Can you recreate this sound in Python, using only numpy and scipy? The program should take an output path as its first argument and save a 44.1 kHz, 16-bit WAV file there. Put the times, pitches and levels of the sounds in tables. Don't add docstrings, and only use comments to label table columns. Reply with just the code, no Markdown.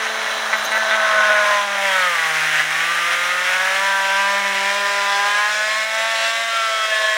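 import sys
import numpy as np
from scipy import signal
from scipy.fft import rfft, irfft
from scipy.io import wavfile

SR = 44100
rng = np.random.default_rng(int(sys.argv[2]) if len(sys.argv) > 2 else 0)


def store_wav(level_fs):
    pcm = np.round(np.clip(np.atleast_2d(level_fs), -1, 1) * 32767)
    wavfile.write(sys.argv[1], SR, pcm.T.astype(np.int16))


N = 316197
TIME = np.arange(N) / SR
STEP = 40
MAINS_RIPPLE_HZ = 120


def from_db(db):
    return np.exp(np.asarray(db) * (np.log(10) / 20))


def rms_one(x):
    return x / np.sqrt(np.mean(x ** 2) + 1e-20)


def sine(turns):
    return np.sin((2 * np.pi * (turns - np.floor(turns))).astype(np.float32))


def in_time(rows):
    times, *columns = np.transpose(rows)
    return [np.interp(TIME, times, column) for column in columns]


def at_hz(points, hz):
    frequencies, db = np.transpose(points)
    return np.interp(np.log(hz + 1e-9), np.log(frequencies), db)


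def at_depth(values, depth):
    return np.interp(depth, np.arange(3), values)


def ramp(middle_s, length_s):
    return np.clip((TIME - middle_s) / length_s + .5, 0, 1)


def slow_drift(rate_hz):
    r = np.exp(-2 * np.pi * STEP * rate_hz / SR)
    noise = rng.standard_normal(len(TIME[::STEP]) + 2000)
    return rms_one(signal.lfilter([1], [1, -2 * r, r * r], noise)[2000:])


def smooth(points):
    return np.interp(TIME, TIME[::STEP], points)


def drift(rate_hz):
    return smooth(slow_drift(rate_hz))


def butter(x, hz, kind, order=2):
    return signal.sosfilt(signal.butter(order, hz, kind, fs=SR, output="sos"), x)


def ring(x, hz, t60):
    r = np.exp(-np.log(1000) / (t60 * SR))
    w = 2 * np.pi * hz / SR
    return signal.lfilter([0, np.sin(w)], [1, -2 * r * np.cos(w), r * r], x + 1e-18)


def narrow_noise(hz, width_hz):
    return rms_one(ring(rng.standard_normal(N), hz, np.log(1000) / (np.pi * width_hz)))


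def coloured(x, spectrum, size=2048):
    cepstrum = irfft(np.log(from_db(at_hz(spectrum, np.fft.rfftfreq(size, 1 / SR)))))
    cepstrum[1:size // 2] *= 2
    cepstrum[size // 2 + 1:] = 0
    return signal.oaconvolve(x, irfft(np.exp(rfft(cepstrum))))[:N]


def swings(speed, uneven_db, ripple_turns=0.0021, jitter_turns_per_db=-0.0052):
    ripple = ripple_turns * np.sin(2 * np.pi * MAINS_RIPPLE_HZ * TIME)
    return np.cumsum(speed) / SR + ripple + jitter_turns_per_db * uneven_db * drift(34)


def drone(turn, speed, flutter_db=1.33, wander_db=1.3, ramp_s=.08, chatter_hz=25, chatter_db=1.8):
    # (time [s], harmonic 1 [dB], harmonic 2 [dB])
    shake = [(0, -44.5, -39), (1.3, -45, -50), (1.8, -42.5, -48), (2.15, -49, -58), (2.45, -43, -50),
             (3.0, -49.5, -46.5), (3.7, -48, -50), (4.5, -41, -43.5), (5.25, -50.5, -39), (5.82, -52, -59),
             (6.4, -54.5, -50), (7.17, -65, -45)]
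    # (time [s], level [dB])
    drive = [(0, -2.5), (.66, -8), (.75, 0), (.87, 0), (1.0, 5), (1.35, 9.5), (1.7, 0), (2.05, 3),
             (2.35, 0), (2.65, -8), (2.8, -3), (3.3, -2), (3.7, 0), (4.35, -1), (4.57, -4), (4.8, -1.5),
             (5.3, -.5), (5.9, -2.5), (6.08, 2), (7.17, 0)]
    # (time [s], boost of even harmonics [dB])
    lopsidedness = [(0, -4), (1.3, -7), (1.7, -2), (2.9, -8), (3.7, 1), (5.3, 3), (6.1, -1.5), (7.17, -13)]
    # (frequency [Hz], level [dB])
    case_response = [(485, -43), (520, -33), (620, -27.3), (690, -28.3), (740, -33), (790, -31.5),
                     (860, -36), (1000, -29), (1100, -31.5), (1220, -30.5), (1340, -28.5), (1480, -30),
                     (1800, -27)]
    # (start [s], end [s], harmonic, boost [dB])
    swells = [(.73, .86, 8, 13), (.73, 1.12, 7, 3), (.87, 1.2, 6, 4.5), (1.12, 1.47, 7, 7.5),
              (1.0, 1.32, 5, 2), (1.46, 1.64, 5, 9), (1.5, 1.9, 4, 5), (1.92, 2.06, 8, 9),
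              (1.92, 2.17, 7, 4.5), (2.08, 2.27, 4, -6), (2.65, 3.45, 4, -5), (2.72, 3.4, 7, 8),
              (2.78, 3.6, 8, 8), (2.9, 3.25, 5, -7), (3.8, 5.52, 5, 8.5), (3.85, 4.33, 8, 8.5),
              (4.15, 4.45, 6, 4), (5.07, 5.5, 4, 4.5), (5.12, 5.52, 3, -5), (5.08, 5.82, 8, 7),
              (5.4, 5.65, 7, 7), (5.69, 5.81, 5, 10), (5.85, 6.27, 4, 5), (6.52, 6.87, 6, 15),
              (6.89, 7.25, 8, 17.5), (6.92, 7.25, 5, 5)]
    # (speed [swings/s], level against the harmonic [dB])
    side_tone = [(200, -19), (222, -13)]
    out = np.zeros(N)
    for k, level_db in zip((1, 2), in_time(shake)):
        out += from_db(level_db + wander_db * drift(3.5)) * sine(k * turn + rng.random())
    drive_db, even_db = in_time(drive) + in_time(lopsidedness)
    tremble_db = chatter_db * ramp(6.85, ramp_s) * sine(chatter_hz * TIME)
    throb = from_db(at_hz(side_tone, speed))
    for k in range(3, 9):
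        swell_db = sum(db * (ramp(start, ramp_s) - ramp(end, ramp_s))
                       for start, end, harmonic, db in swells if round(harmonic) == k)
        push_db = drive_db + (k % 2 == 0) * even_db
        level_db = at_hz(case_response, k * speed) + push_db + swell_db + tremble_db
        unsteady_db = smooth(flutter_db * slow_drift(14.5) + wander_db * slow_drift(3.5))
        phase = k * turn + rng.random()
        tone = sine(phase) + throb * sine(phase - MAINS_RIPPLE_HZ * TIME)
        out += from_db(level_db + unsteady_db) * tone
    return out


def motor_hum(level_db=-74):
    return from_db(level_db) * np.sin(2 * np.pi * MAINS_RIPPLE_HZ * TIME)


def snaps(turn, speed, depth, scatter_turns=.178, wander_db=2.9, pivot_hz=2000, head_lifts_s=6.3):
    # (frequency [Hz], relative level [dB])
    snap_colour = [(1300, 1), (1950, 1.5), (2200, -1.5), (2450, -7), (3250, -9), (4200, -14), (4550, -22.5),
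                   (5000, -16.5), (5600, -18.5), (6600, -25.5), (7500, -21.5), (7900, -27.5), (11000, -35)]
    # (frequency [Hz], width [Hz], full boost [dB])
    head_resonances = [(2660, 110, 6), (3275, 120, 9.5), (3640, 70, 8), (5270, 69, 4)]
    # (skimming [dB], biting [dB], running free [dB])
    snap_db = (-37, -24.3, -25.7)
    # (skimming, biting, running free), each [dB per octave]
    snap_brightness = (1, -1.8, 2.3)
    hz = np.linspace(1000, 12000, 2201)
    colour_db = at_hz(snap_colour, hz)
    whine_db = sum(db / (1 + (2 * (hz - centre) / width) ** 2) for centre, width, db in head_resonances)
    whine_share = .4 + .6 * ramp(head_lifts_s, length_s=.25)[::STEP]
    brightness = at_depth(snap_brightness, depth[::STEP])
    out, power = np.zeros(N), 0
    for k in range(9, 46):
        pitch = k * speed[::STEP]
        response_db = np.interp(pitch, hz, colour_db) + whine_share * np.interp(pitch, hz, whine_db)
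        tilt_db = brightness * np.log2(pitch / pivot_hz)
        gain = from_db(response_db + tilt_db + wander_db * slow_drift(3.1))
        out += smooth(gain) * sine(k * turn + smooth(scatter_turns * slow_drift(0.84)))
        power = power + gain ** 2 / 2
    return from_db(at_depth(snap_db, depth)) * out / smooth(np.sqrt(power))


def strokes(turn, depth, uneven_db, burst_turns=0.067, touch_db=-3.0, touch_lead_turns=.18):
    burst_share = (.3, .2, .64)
    touch, catch = (np.exp(-.5 * (((turn + lead + .5) % 1 - .5) / burst_turns) ** 2)
                    for lead in (touch_lead_turns, 0))
    swing_strength = from_db(uneven_db * rng.standard_normal(N)[np.round(turn).astype(int)])
    bursts = rms_one((catch + from_db(touch_db) * touch) * swing_strength)
    share = at_depth(burst_share, depth)
    return rms_one(rng.standard_normal(N) * np.sqrt(1 - share + share * bursts ** 2))


def scraping(force, depth, grip_db, low_cut_hz=95):
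    # (frequency [Hz], relative level [dB])
    skimming = [(100, -29.5), (300, -20.5), (420, -18.5), (600, -4.5), (1700, 4), (2500, -9), (3900, -11),
                (4600, -21), (6200, -14), (8100, -31), (9200, -26.5), (11200, -30.5), (12200, -46),
                (15600, -37)]
    biting = [(100, -43), (250, -30), (400, -30.5), (620, -13.5), (900, -12.5), (1800, 2), (2700, -6.5),
              (3700, -13.5), (4500, -21), (5700, -16.5), (8000, -24), (9600, -23.5), (12300, -34.0),
              (15600, -31.5)]
    running_free = [(100, -44), (290, -28.5), (470, -23), (560, -7.5), (1000, -11), (1750, 4.5),
                    (2600, -5.5), (4000, -9.5), (4500, -17), (5300, -12.5), (7400, -18.5), (10900, -25.5),
                    (11900, -33.5), (15600, -29.5)]
    # (skimming [dB], biting [dB], running free [dB], share of grip [0-1])
    rumble = (-30, -37, -39.5, .35)
    rasp = (-24.7, -24.3, -28.4, 1.0)
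    hiss = (-30.6, -28.5, -29.7, .22)
    bands_hz = [(300, 1000), (1000, 2800), (2800, 16000)]
    splitters = [signal.butter(3, high, fs=SR, output="sos") for _, high in bands_hz[:2]]
    gains = [from_db(at_depth(levels_db, depth) + share * grip_db)
             for *levels_db, share in (rumble, rasp, hiss)]
    hz = np.fft.rfftfreq(N, 1 / SR)
    out = np.zeros(N)
    for stage, spectrum in enumerate((skimming, biting, running_free)):
        weight = np.clip(1 - abs(depth - stage), 0, 1)
        sound = coloured(force, spectrum)
        power = from_db(at_hz(spectrum, hz)) ** 2 / len(hz)
        below_rasp, below_hiss = (signal.sosfiltfilt(splitter, sound) for splitter in splitters)
        parts = (below_rasp, below_hiss - below_rasp, sound - below_hiss)
        for part, gain, (low, high) in zip(parts, gains, bands_hz):
            band_size = np.sqrt(power[(hz > low) & (hz < high)].sum())
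            out += weight * gain * part / band_size
    return butter(out, low_cut_hz, "high", order=3)


def high_whistles(depth, boost_db=3.5, fade_depth=.3):
    # (frequency [Hz], width [Hz], relative level [dB])
    whistles = [(3954, 93, -39), (7430, 14, -55), (8800, 22, -51.5), (11200, 120, -59), (14200, 250, -58),
                (15400, 130, -57)]
    whistling = sum(from_db(db) * narrow_noise(hz, width) for hz, width, db in whistles)
    return from_db(boost_db) * whistling / (1 + (depth / fade_depth) ** 4)


def knocks(turn, boost_db=0.5, uneven_db=1.3, contact_hz=5000, low_cut_hz=700):
    # (start [s], end [s], force at start [dB], force at end [dB])
    bounces = [(.529, 0.554, -3.5, -11), (0.717, 0.775, -9.5, -8.5), (0.79, 0.84, -14, -16),
               (.909, 0.957, -7, -8.5), (0.972, 0.987, -14, -15), (0.997, 1.007, -11, -10),
               (1.02, 1.076, -16, -12), (1.153, 1.233, -17, -17), (2.415, 2.456, -15, -18),
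               (2.535, 2.613, -19, -19), (5.06, 5.14, -16, -17)]
    # (frequency [Hz], relative level [dB], time to fade by 60 dB [s])
    resonances = [(1250, -15, .007), (1520, -7.5, 0.012), (1720, -8, .016), (1970, -6, 0.012),
                  (3780, -16, .006), (6400, -20, .005)]
    swing_ends = np.flatnonzero(np.diff(np.floor(turn)) > 0)
    t = TIME[swing_ends]
    force = sum(from_db(np.interp(t, [start, end], [first, last])) * (t > start) * (t < end)
                for start, end, first, last in bounces)
    out = np.zeros(N)
    for hz, db, t60 in resonances:
        clicks = np.zeros(N)
        clicks[swing_ends] = force * from_db(boost_db + db + uneven_db * rng.standard_normal(len(t)))
        out += ring(clicks, hz, t60)
    return butter(out, [low_cut_hz, contact_hz], "band")


def squeaks():
    # (middle [s], spread in time [s], frequency [Hz], width [Hz], level [dB])
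    glue_squeaks = [(.585, .015, 14150, 300, -43), (0.66, .007, 6300, 120, -29),
                    (.652, .009, 14250, 300, -39), (.652, .009, 11200, 250, -41),
                    (0.72, .008, 8700, 600, -37), (.765, .015, 14250, 300, -46),
                    (.915, .015, 3540, 40, -25)]
    out = np.zeros(N)
    for middle, spread, hz, width, db in glue_squeaks:
        swell = np.exp(-.5 * np.minimum(((TIME - middle) / spread) ** 2, 50))
        out += from_db(db) * swell * narrow_noise(hz, width)
    return out


def workshop(x, echo_db=-15.0, t60=0.32, wall_cut_hz=5000, size=16384):
    t = np.arange(size) / SR
    dull_noise = butter(rng.standard_normal(size), wall_cut_hz, "low")
    tail = dull_noise * np.exp(-np.log(1000) * t / t60) * (t > .003)
    return x + from_db(echo_db) * signal.oaconvolve(x, tail / np.linalg.norm(tail))[:N]


def scene(hand_wobble_db=.65, catch_ramp_s=.025, bite_in_grip=.45, bite_in_scrape=.35):
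    # (time [s], speed [swings/s])
    motor_speed = [(0, 221), (.3, 218.4), (.63, 216.3), (.87, 219.7), (1.2, 213.1), (1.5, 207), (1.86, 196),
                   (2.07, 179), (2.2, 163), (2.34, 158), (2.49, 155.4), (2.66, 153.5), (2.88, 169),
                   (3.12, 173), (3.48, 181.8), (3.72, 190.3), (3.83, 196), (4.08, 194), (4.26, 198.3),
                   (4.44, 199.2), (4.59, 195.7), (4.77, 201.5), (5.16, 200), (5.55, 211.6), (5.98, 221.3),
                   (6.09, 225), (6.18, 223.2), (6.39, 228), (6.54, 227.3), (6.69, 222), (6.9, 216.9),
                   (7.17, 215)]
    # (time [s], depth [0-2])
    cut_depth = [(0, .3), (.6, .02), (1.5, .62), (1.76, .62), (1.86, 1), (3.7, .92), (4.3, 1.65), (5.3, 2),
                 (7.17, 2)]
    # (skimming [dB], biting [dB], running free [dB])
    unevenness = (2.5, 1.9, .6)
    # (start [s], end [s], change in bite [dB])
    catches = [(.035, .06, 3), (.64, .662, 3.5), (.715, .79, 2.5), (1.45, 1.58, 3), (1.62, 1.74, -2),
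               (1.92, 2.04, 2.5), (2.41, 2.47, 2.5), (2.53, 2.62, 3), (2.62, 2.71, -4), (3.11, 3.17, 2.5),
               (3.35, 3.44, -2), (3.45, 3.55, 3), (3.6, 3.78, 2), (5.84, 5.94, -2.5), (6.08, 6.3, 1.5),
               (6.93, 7.1, 1.5)]
    # (time [s], level [dB])
    grip = [(0, -1), (.95, -.5), (1.06, 4.5), (1.4, 6), (1.65, -2), (1.78, 0), (2.05, -2), (2.4, 1.5),
            (2.8, 2), (3.55, .5), (3.95, -2), (4.38, -1.5), (4.53, 4), (4.7, 1.5), (5.25, 1.5), (5.9, -1),
            (6.2, -.5), (6.65, -3.5), (7.0, 0)]
    speed, depth = in_time(motor_speed) + in_time(cut_depth)
    uneven_db = at_depth(unevenness, depth)
    turn = swings(speed, uneven_db)
    catch_db = sum(db * (ramp(start, catch_ramp_s) - ramp(end, catch_ramp_s))
                   for start, end, db in catches)
    bite_db = hand_wobble_db * drift(9) + catch_db
    grip_db = in_time(grip)[0] + bite_in_grip * bite_db
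    rubbing = strokes(turn, depth, uneven_db)
    scrape = from_db(bite_in_scrape * bite_db) * scraping(rubbing, depth, grip_db)
    snapping = from_db(bite_db) * snaps(turn, speed, depth)
    cutting = snapping + scrape + knocks(turn) + high_whistles(depth) + squeaks()
    return (drone(turn, speed) + motor_hum() + workshop(cutting))[None]


def record(dry, ceiling=2.2, cutoff_hz=15800):
    rounded = ceiling * np.tanh(dry / ceiling)
    return signal.sosfilt(signal.ellip(12, .1, 90, cutoff_hz, fs=SR, output="sos"), rounded)


dry = scene()
out = record(dry)
store_wav(out)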